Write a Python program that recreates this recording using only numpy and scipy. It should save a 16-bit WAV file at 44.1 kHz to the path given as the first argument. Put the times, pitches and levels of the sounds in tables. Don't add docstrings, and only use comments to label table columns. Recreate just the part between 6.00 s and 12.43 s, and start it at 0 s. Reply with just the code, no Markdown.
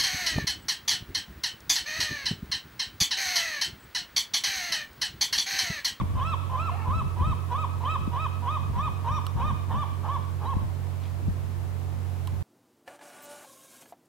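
import sys
import numpy as np
from scipy import signal
from scipy.fft import rfft, irfft
from scipy.io import wavfile
from scipy.ndimage import uniform_filter1d, map_coordinates

SR = 44100
rng = np.random.default_rng(int(sys.argv[2]) if len(sys.argv) > 2 else 0)


def materialize(psi):
    bounded = np.clip(np.atleast_2d(psi).T, -1, 1)
    quanta = np.round(bounded * 32767).astype(np.int16)
    wavfile.write(sys.argv[1], SR, quanta)


N = 283412
TIME = np.arange(N) / SR
BIN_HZ = np.arange(N // 2 + 1) * SR / N


def from_db(db):
    return 10 ** (np.asarray(db) / 20)


def unit_rms(x):
    return x / np.sqrt(np.mean(x ** 2) + 1e-20)


def over_time(rows):
    times, *columns = np.transpose(rows)
    return [np.interp(TIME, times, column) for column in columns]


def at_hz(points, hz):
    knots_hz, values = np.transpose(points)
    return np.interp(np.log(np.maximum(hz, 1)), np.log(knots_hz), values)


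def coloured(gain, channels=2):
    return unit_rms(irfft(rfft(rng.standard_normal((channels, N))) * gain, N))


def drift(rate_hz):
    knots = rng.standard_normal(int(2 * rate_hz * N / SR) + 4)
    return unit_rms(map_coordinates(knots, [TIME * 2 * rate_hz], order=2, mode="nearest"))


def butterworth(x, hz, kind):
    return signal.sosfilt(signal.butter(2, hz, kind, fs=SR, output="sos"), x + 1e-18)


def split_bands(x, hz):
    low = signal.sosfiltfilt(signal.butter(4, hz, fs=SR, output="sos"), x)
    return low, x - low


def ring(force, hz, t60_s):
    radius, angle = 10 ** (-3 / (t60_s * SR)), 2 * np.pi * hz / SR
    return signal.lfilter([0, np.sin(angle)], [1, -2 * radius * np.cos(angle), radius ** 2], force + 1e-18)


# frequency_hz, gain_db
THROAT_RESPONSE = [(300, -22), (540, -16.5), (750, -11.5), (930, -4.5), (1080, -1), (1270, -7),
                   (1450, -17.5), (1750, -15), (2100, -30.5), (2540, -15), (2800, -29), (3100, -18),
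                   (3780, -25.5), (4400, -49)]
# centre_hz, width_hz, gain_db
NASAL_RESONANCES = [(5560, 660, -38), (7730, 290, -40.5)]
def vocal_tract(hz):
    formants = from_db(at_hz(THROAT_RESPONSE, hz)) / (1 + (hz / 8000) ** 2)
    nasal = sum(from_db(db) / (1 + (2 * (hz - centre) / width) ** 2)
                for centre, width, db in NASAL_RESONANCES)
    return formants + nasal


def voice(pitch_hz, rough, bright_db, odd_db, jitter, shimmer, tract_scale=1):
    phase = 2 * np.pi * np.cumsum(pitch_hz * (1 + jitter * rough * drift(130))) / SR
    tone = np.zeros(N)
    for k in range(1, 14):
        upper_db = (k > 2) * (bright_db + 3.4 * drift(45))
        source = from_db(odd_db * (k % 2) + upper_db) * np.sin(k * phase)
        tone += vocal_tract(k * pitch_hz * tract_scale) * source
    return np.sqrt(2) * tone * (1 + shimmer * rough * drift(110))


def bark_pitch(progress, grunt_ratio=.755, end_ratio=.65, climb_at=.28, crest_at=.7):
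    climb = np.sin(np.pi / 2 * np.clip((progress - climb_at) / (crest_at - climb_at), 0, 1))
    drop = np.clip((progress - crest_at) / (1 - crest_at), 0, 1) ** 3.3
    return grunt_ratio + (1 - grunt_ratio) * climb - (1 - end_ratio) * drop


def articulation(progress, shut_at=.828):
    shut = np.clip((progress - shut_at) / (1 - shut_at), 0, 1)
    effort_db = -17 * np.exp(-progress / .15)
    hoarse = .1257 + .876 * np.exp(-(progress / .3564) ** 2) + .37 * shut ** 2
    mouth_treble_db = -6.5 + 9.5 * progress - 10.5 * shut
    return effort_db, hoarse, mouth_treble_db


# start_s, length_s, crest_pitch_hz, source_level_db, brightness_db
NEAR_BARKS = [(-.17, 0.19, 663.4, -27, 6.5), (.152, 0.2, 667.3, -25.5, 1), (.495, 0.21, 673.5, -25.5, -1),
              (0.846, 0.18, 660.8, -27, -2.5), (1.16, 0.18, 651.4, -28, -0.5),
              (1.486, 0.17, 640.6, -26.5, -1.5), (1.802, 0.17, 646.2, -26, 0), (2.114, 0.16, 646, -26, 1),
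              (2.423, .16, 631.4, -26, -1.5), (2.731, 0.16, 629.2, -26.5, -1),
              (3.031, .166, 622.4, -26.5, -1.5), (3.362, 0.16, 614.4, -27.5, 0),
              (3.687, 0.16, 601.7, -28, -1), (4.029, 0.15, 582.5, -28.5, -3.5),
              (4.405, 0.14, 548.7, -30.5, -5)]
def barks(release_s=.0052, tiring_s=(2.82, 3.92), rasp_db=-3):
    pitch_hz = np.full(N, 420.)
    gain, rough, bright_db = np.zeros((3, N))
    for start, length, crest_hz, level_db, brightness_db in NEAR_BARKS:
        on = (TIME >= start) & (TIME < start + length)
        progress = (TIME[on] - start) / length
        effort_db, hoarse, mouth_treble_db = articulation(progress)
        release = np.minimum((1 - progress) * length / release_s, 1)
        fatigue = np.interp(start, tiring_s, [.646, 1.26])
        pitch_hz[on] = crest_hz * bark_pitch(progress)
        gain[on] = release * from_db(level_db + effort_db)
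        rough[on] = np.clip(fatigue * hoarse, 0, 1)
        bright_db[on] = brightness_db + mouth_treble_db
    gain = uniform_filter1d(gain, size=150)
    pitch_hz = uniform_filter1d(pitch_hz, size=300)
    odd_db = -4 - 18 * (1 - rough) ** 6
    tone = voice(pitch_hz, rough, bright_db, odd_db, jitter=.04, shimmer=.4)
    tone *= from_db(1.4 * drift(35))
    leak = coloured(vocal_tract(1.05 * BIN_HZ), channels=1)[0]
    low, treble = split_bands(leak, 1400)
    rasp = from_db(rasp_db) * rough ** 1.05 * (low + from_db(bright_db) * treble)
    return gain * (np.sqrt(1 - .5 * rough ** 2) * tone + rasp)


def off_axis(x, decay_s=.006):
    low, treble = split_bands(x, 1900)
    detours = rng.standard_normal((2, SR // 20)) * np.exp(-TIME[:SR // 20] / decay_s)
    detours /= np.linalg.norm(detours, axis=1, keepdims=True)
    reflected = signal.fftconvolve(treble[None], detours, axes=1)[:, :N]
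    return low + .7 * (treble + reflected)


# delay_s, left_db, right_db
DOCK_SLAP = [(.0185, -19, -18)]
def harbour_echoes(x, cloud_db=-6.5, build_s=.0037, hold_s=.11, scatter_t60_s=.44, tail_t60_s=1.1):
    x = x + .31 * butterworth(x, [2000, 4200], "band")
    slap = sum(from_db([[left], [right]]) * np.interp(TIME - delay, TIME, x, left=0)
               for delay, left, right in DOCK_SLAP)
    t = TIME[:SR]
    dying_s = np.maximum(t - hold_s, 0)
    scatter = from_db(-60 * dying_s / scatter_t60_s)
    far_tail = from_db(-15 - 60 * dying_s / tail_t60_s)
    cloud = rng.standard_normal((2, SR)) + .4 * rng.standard_normal(SR)
    cloud *= np.hypot(scatter, far_tail) * np.minimum(t / build_s, 1)
    cloud *= from_db(cloud_db) / np.linalg.norm(cloud, axis=1, keepdims=True)
    return slap + signal.fftconvolve(x[None], cloud, axes=1)[:, :N]


# time_s, rate_hz
IDLE_SPEED = [(0, 45.1), (1.3, 44.83), (2.4, 45.2), (2.9, 45.8), (3.6, 45.5), (4.4, 45), (5, 45.5),
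              (6.43, 45.1)]
# order, left_db, right_db
IDLE_ORDERS = [(2, -43, -27.5), (3, -52.5, -38.5), (4, -78, -51.5), (5, -69, -56)]
def boat_engine(left_lead_rad=1.16):
    rate_hz = over_time(IDLE_SPEED)[0] * (1 + .0037 * drift(5))
    phase = 2 * np.pi * np.cumsum(rate_hz) / SR
    hum = np.zeros((2, N))
    for order, left, right in IDLE_ORDERS:
        offset = rng.uniform(0, 2 * np.pi) + np.array([[left_lead_rad], [0]])
        hum += np.sqrt(2) * from_db([[left], [right]]) * np.sin(order * phase + offset)
    return hum


# frequency_hz, relative_db
WIND_SPECTRUM = [(20, -13), (45, 4), (90, 6.5), (160, 0), (230, -9), (330, -18.5), (600, -36)]
# start_s, length_s, relative_db
WIND_GUSTS = [(0, 0.031, -31.5), (.09, .2, -38), (0.634, .05, -41.5), (0.891, .17, -36), (1.19, .13, -35),
              (1.97, 0.22, -44.5), (2.65, 0.26, -40), (3.12, 0.049, -41), (3.359, .17, -35.5),
              (3.698, .1, -39), (4.559, 0.097, -36.5), (5.206, 0.095, -37.5), (6.3, .13, -45.5)]
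def wind(attack_s=.03, release_s=.033, left_gain_db=8, right_gain_db=4):
    strength = from_db(-49.5)
    for start, length, level_db in WIND_GUSTS:
        attack = np.clip(1 + (TIME - start) / attack_s, 0, 1)
        release = np.exp(-np.maximum(TIME - start - length, 0) / release_s)
        strength = np.hypot(strength, from_db(level_db) * attack * release)
    lumps = from_db(2.5 * drift(18))
    turbulence = coloured(from_db(at_hz(WIND_SPECTRUM, BIN_HZ)) / (1 + (BIN_HZ / 700) ** 4))
    return from_db([[left_gain_db], [right_gain_db]]) * strength * lumps * turbulence


# frequency_hz, relative_db
HISS_SPECTRUM = [(140, -35), (230, -6), (357, -7), (383, -7.5), (426, -9), (832, -11.5), (1050, -13),
                 (1410, -18.5), (3290, -26.5), (5680, -31), (15500, -34.5)]
# frequency_hz, left_minus_right_db
HISS_BALANCE = [(200, -0.5), (10500, 1), (12500, -22.5)]
def open_air(correlation=.19, hiss_db=-46, rumble_db=-53):
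    left, right, common = coloured(from_db(at_hz(HISS_SPECTRUM, BIN_HZ)), channels=3)
    hiss = np.sqrt(1 - correlation) * np.array([left, right]) + np.sqrt(correlation) * common
    lean = from_db(at_hz(HISS_BALANCE, BIN_HZ))
    equal_power_pan = np.array([lean, np.ones_like(lean)]) * np.sqrt(2 / (1 + lean ** 2))
    hiss = irfft(rfft(hiss) * equal_power_pan, N)
    rumble = coloured(BIN_HZ / (BIN_HZ + 45) / (1 + (BIN_HZ / 210) ** 3))
    return from_db(hiss_db) * hiss + from_db(rumble_db) * rumble


# time_s, pitch_hz, left_db, right_db
EDDIES = [(.016, 165, -14, -26), (.022, 190, -30, -17), (2.0755, 220, -12, -32), (4.567, 165, -12, -19),
          (5.281, 170, -14, -18)]
def wind_bumps():
    thuds = np.zeros((2, N))
    for start, hz, left, right in EDDIES:
        push = np.zeros(N)
        push[int(start * SR)] = -1
        thuds += from_db([[left], [right]]) * ring(push, hz, t60_s=.028)
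    return butterworth(thuds, 450, "low")


# time_s, pitch_hz, relative_db
FAR_CALL = [(.715, 353.8, -41.5), (.74, 351.6, -44.5), (.775, 463, -46), (.81, 455.3, -42),
            (.86, 432, -48.5), (.89, 398, -66)]
def answering_bark(gain_db=5.5):
    pitch_hz, level_db = over_time(FAR_CALL)
    on = (TIME > FAR_CALL[0][0]) & (TIME < FAR_CALL[-1][0])
    tone = voice(pitch_hz, rough=.8, bright_db=6, odd_db=-3, jitter=.03, shimmer=.5, tract_scale=1.33)
    return on * from_db(level_db + gain_db) * tone


# middle_s, half_length_s, level_db
MOTOR_RUNS = [(1.3, .32, -71), (6.25, 0.2, -74)]
def lens_motor(pitch_hz=10070):
    gate = sum(from_db(db) * np.exp(-((TIME - middle) / half) ** 6) for middle, half, db in MOTOR_RUNS)
    return gate * np.sin(2 * np.pi * pitch_hz * TIME + drift(20))


# start_s, length_s, first_hz, last_hz, level_db
NASAL_WHISTLES = [(2.757, 0.083, 5660, 5700, -58), (3.089, 0.12, 5604, 5626, -49),
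                  (3.399, .14, 5630, 5700, -63), (4.441, 0.053, 3760, 4040, -49),
                  (4.446, .075, 2870, 3530, -53)]
def nostril_whistles(waver=.00293):
    tones = np.zeros(N)
    for start, length, first_hz, last_hz, level_db in NASAL_WHISTLES:
        progress = np.clip((TIME - start) / length, 0, 1)
        hz = (first_hz + (last_hz - first_hz) * progress) * (1 + waver * drift(60))
        swell = from_db(level_db) * np.sin(np.pi * progress) ** 2
        tones += swell * np.sin(2 * np.pi * np.cumsum(hz) / SR)
    return tones


# time_s, level_db, tilt_db_per_octave
PLASTIC_SLIPS = [(3.266, -34.5, 1), (6.273, -35, 0)]
# frequency_hz, gain_db, t60_s
BODY_MODES = [(734, -2.5, .03), (1016, 0, 0.068), (1273, 2.5, 0.036), (2950, 2.5, 0.0063),
              (3320, 0.5, 0.006), (4040, -3.5, 0.0073), (5170, -3.5, 0.0049), (8260, -1, 0.003),
              (12260, -3, 0.0028)]
def camera_ticks(slip_decay_s=.0026, pan_db=2.5):
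    ticks = np.zeros(N)
    t = TIME[:SR // 8]
    for start, level_db, tilt in PLASTIC_SLIPS:
        slip = rng.standard_normal(len(t)) * np.exp(-t / slip_decay_s)
        slip /= np.linalg.norm(slip)
        slip[0] += .5
        for k, (hz, gain_db, t60_s) in enumerate(BODY_MODES):
            gain = (-1) ** k * from_db(level_db + gain_db + tilt * np.log2(hz / 1500))
            ticks[int(start * SR):][:len(t)] += gain * ring(slip, hz, t60_s)
    return ticks * from_db([[-pan_db], [pan_db]])


def swish(middle_s=5.05, width_s=.045, level_db=-56):
    swell = np.exp(-((TIME - middle_s) / width_s) ** 2) * from_db(3 * drift(90))
    hiss = unit_rms(butterworth(rng.standard_normal(N), [1900, 4200], "band"))
    return from_db(level_db) * swell * hiss


def scene():
    near = barks() + nostril_whistles()
    far = answering_bark()
    direct = off_axis(near + from_db(-1.5) * far) * from_db([[-.4], [.4]])
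    animals = direct + harbour_echoes(near + far)
    background = boat_engine() + wind() + open_air() + wind_bumps()
    return animals + background + lens_motor() + camera_ticks() + swish()


def record(dry, bass_cut_hz=22, top_cut_hz=15800):
    steep_lowpass = signal.ellip(10, .1, 80, top_cut_hz, fs=SR, output="sos")
    return signal.sosfilt(steep_lowpass, butterworth(dry, bass_cut_hz, "high"))


dry = scene()
out = record(dry)
materialize(out)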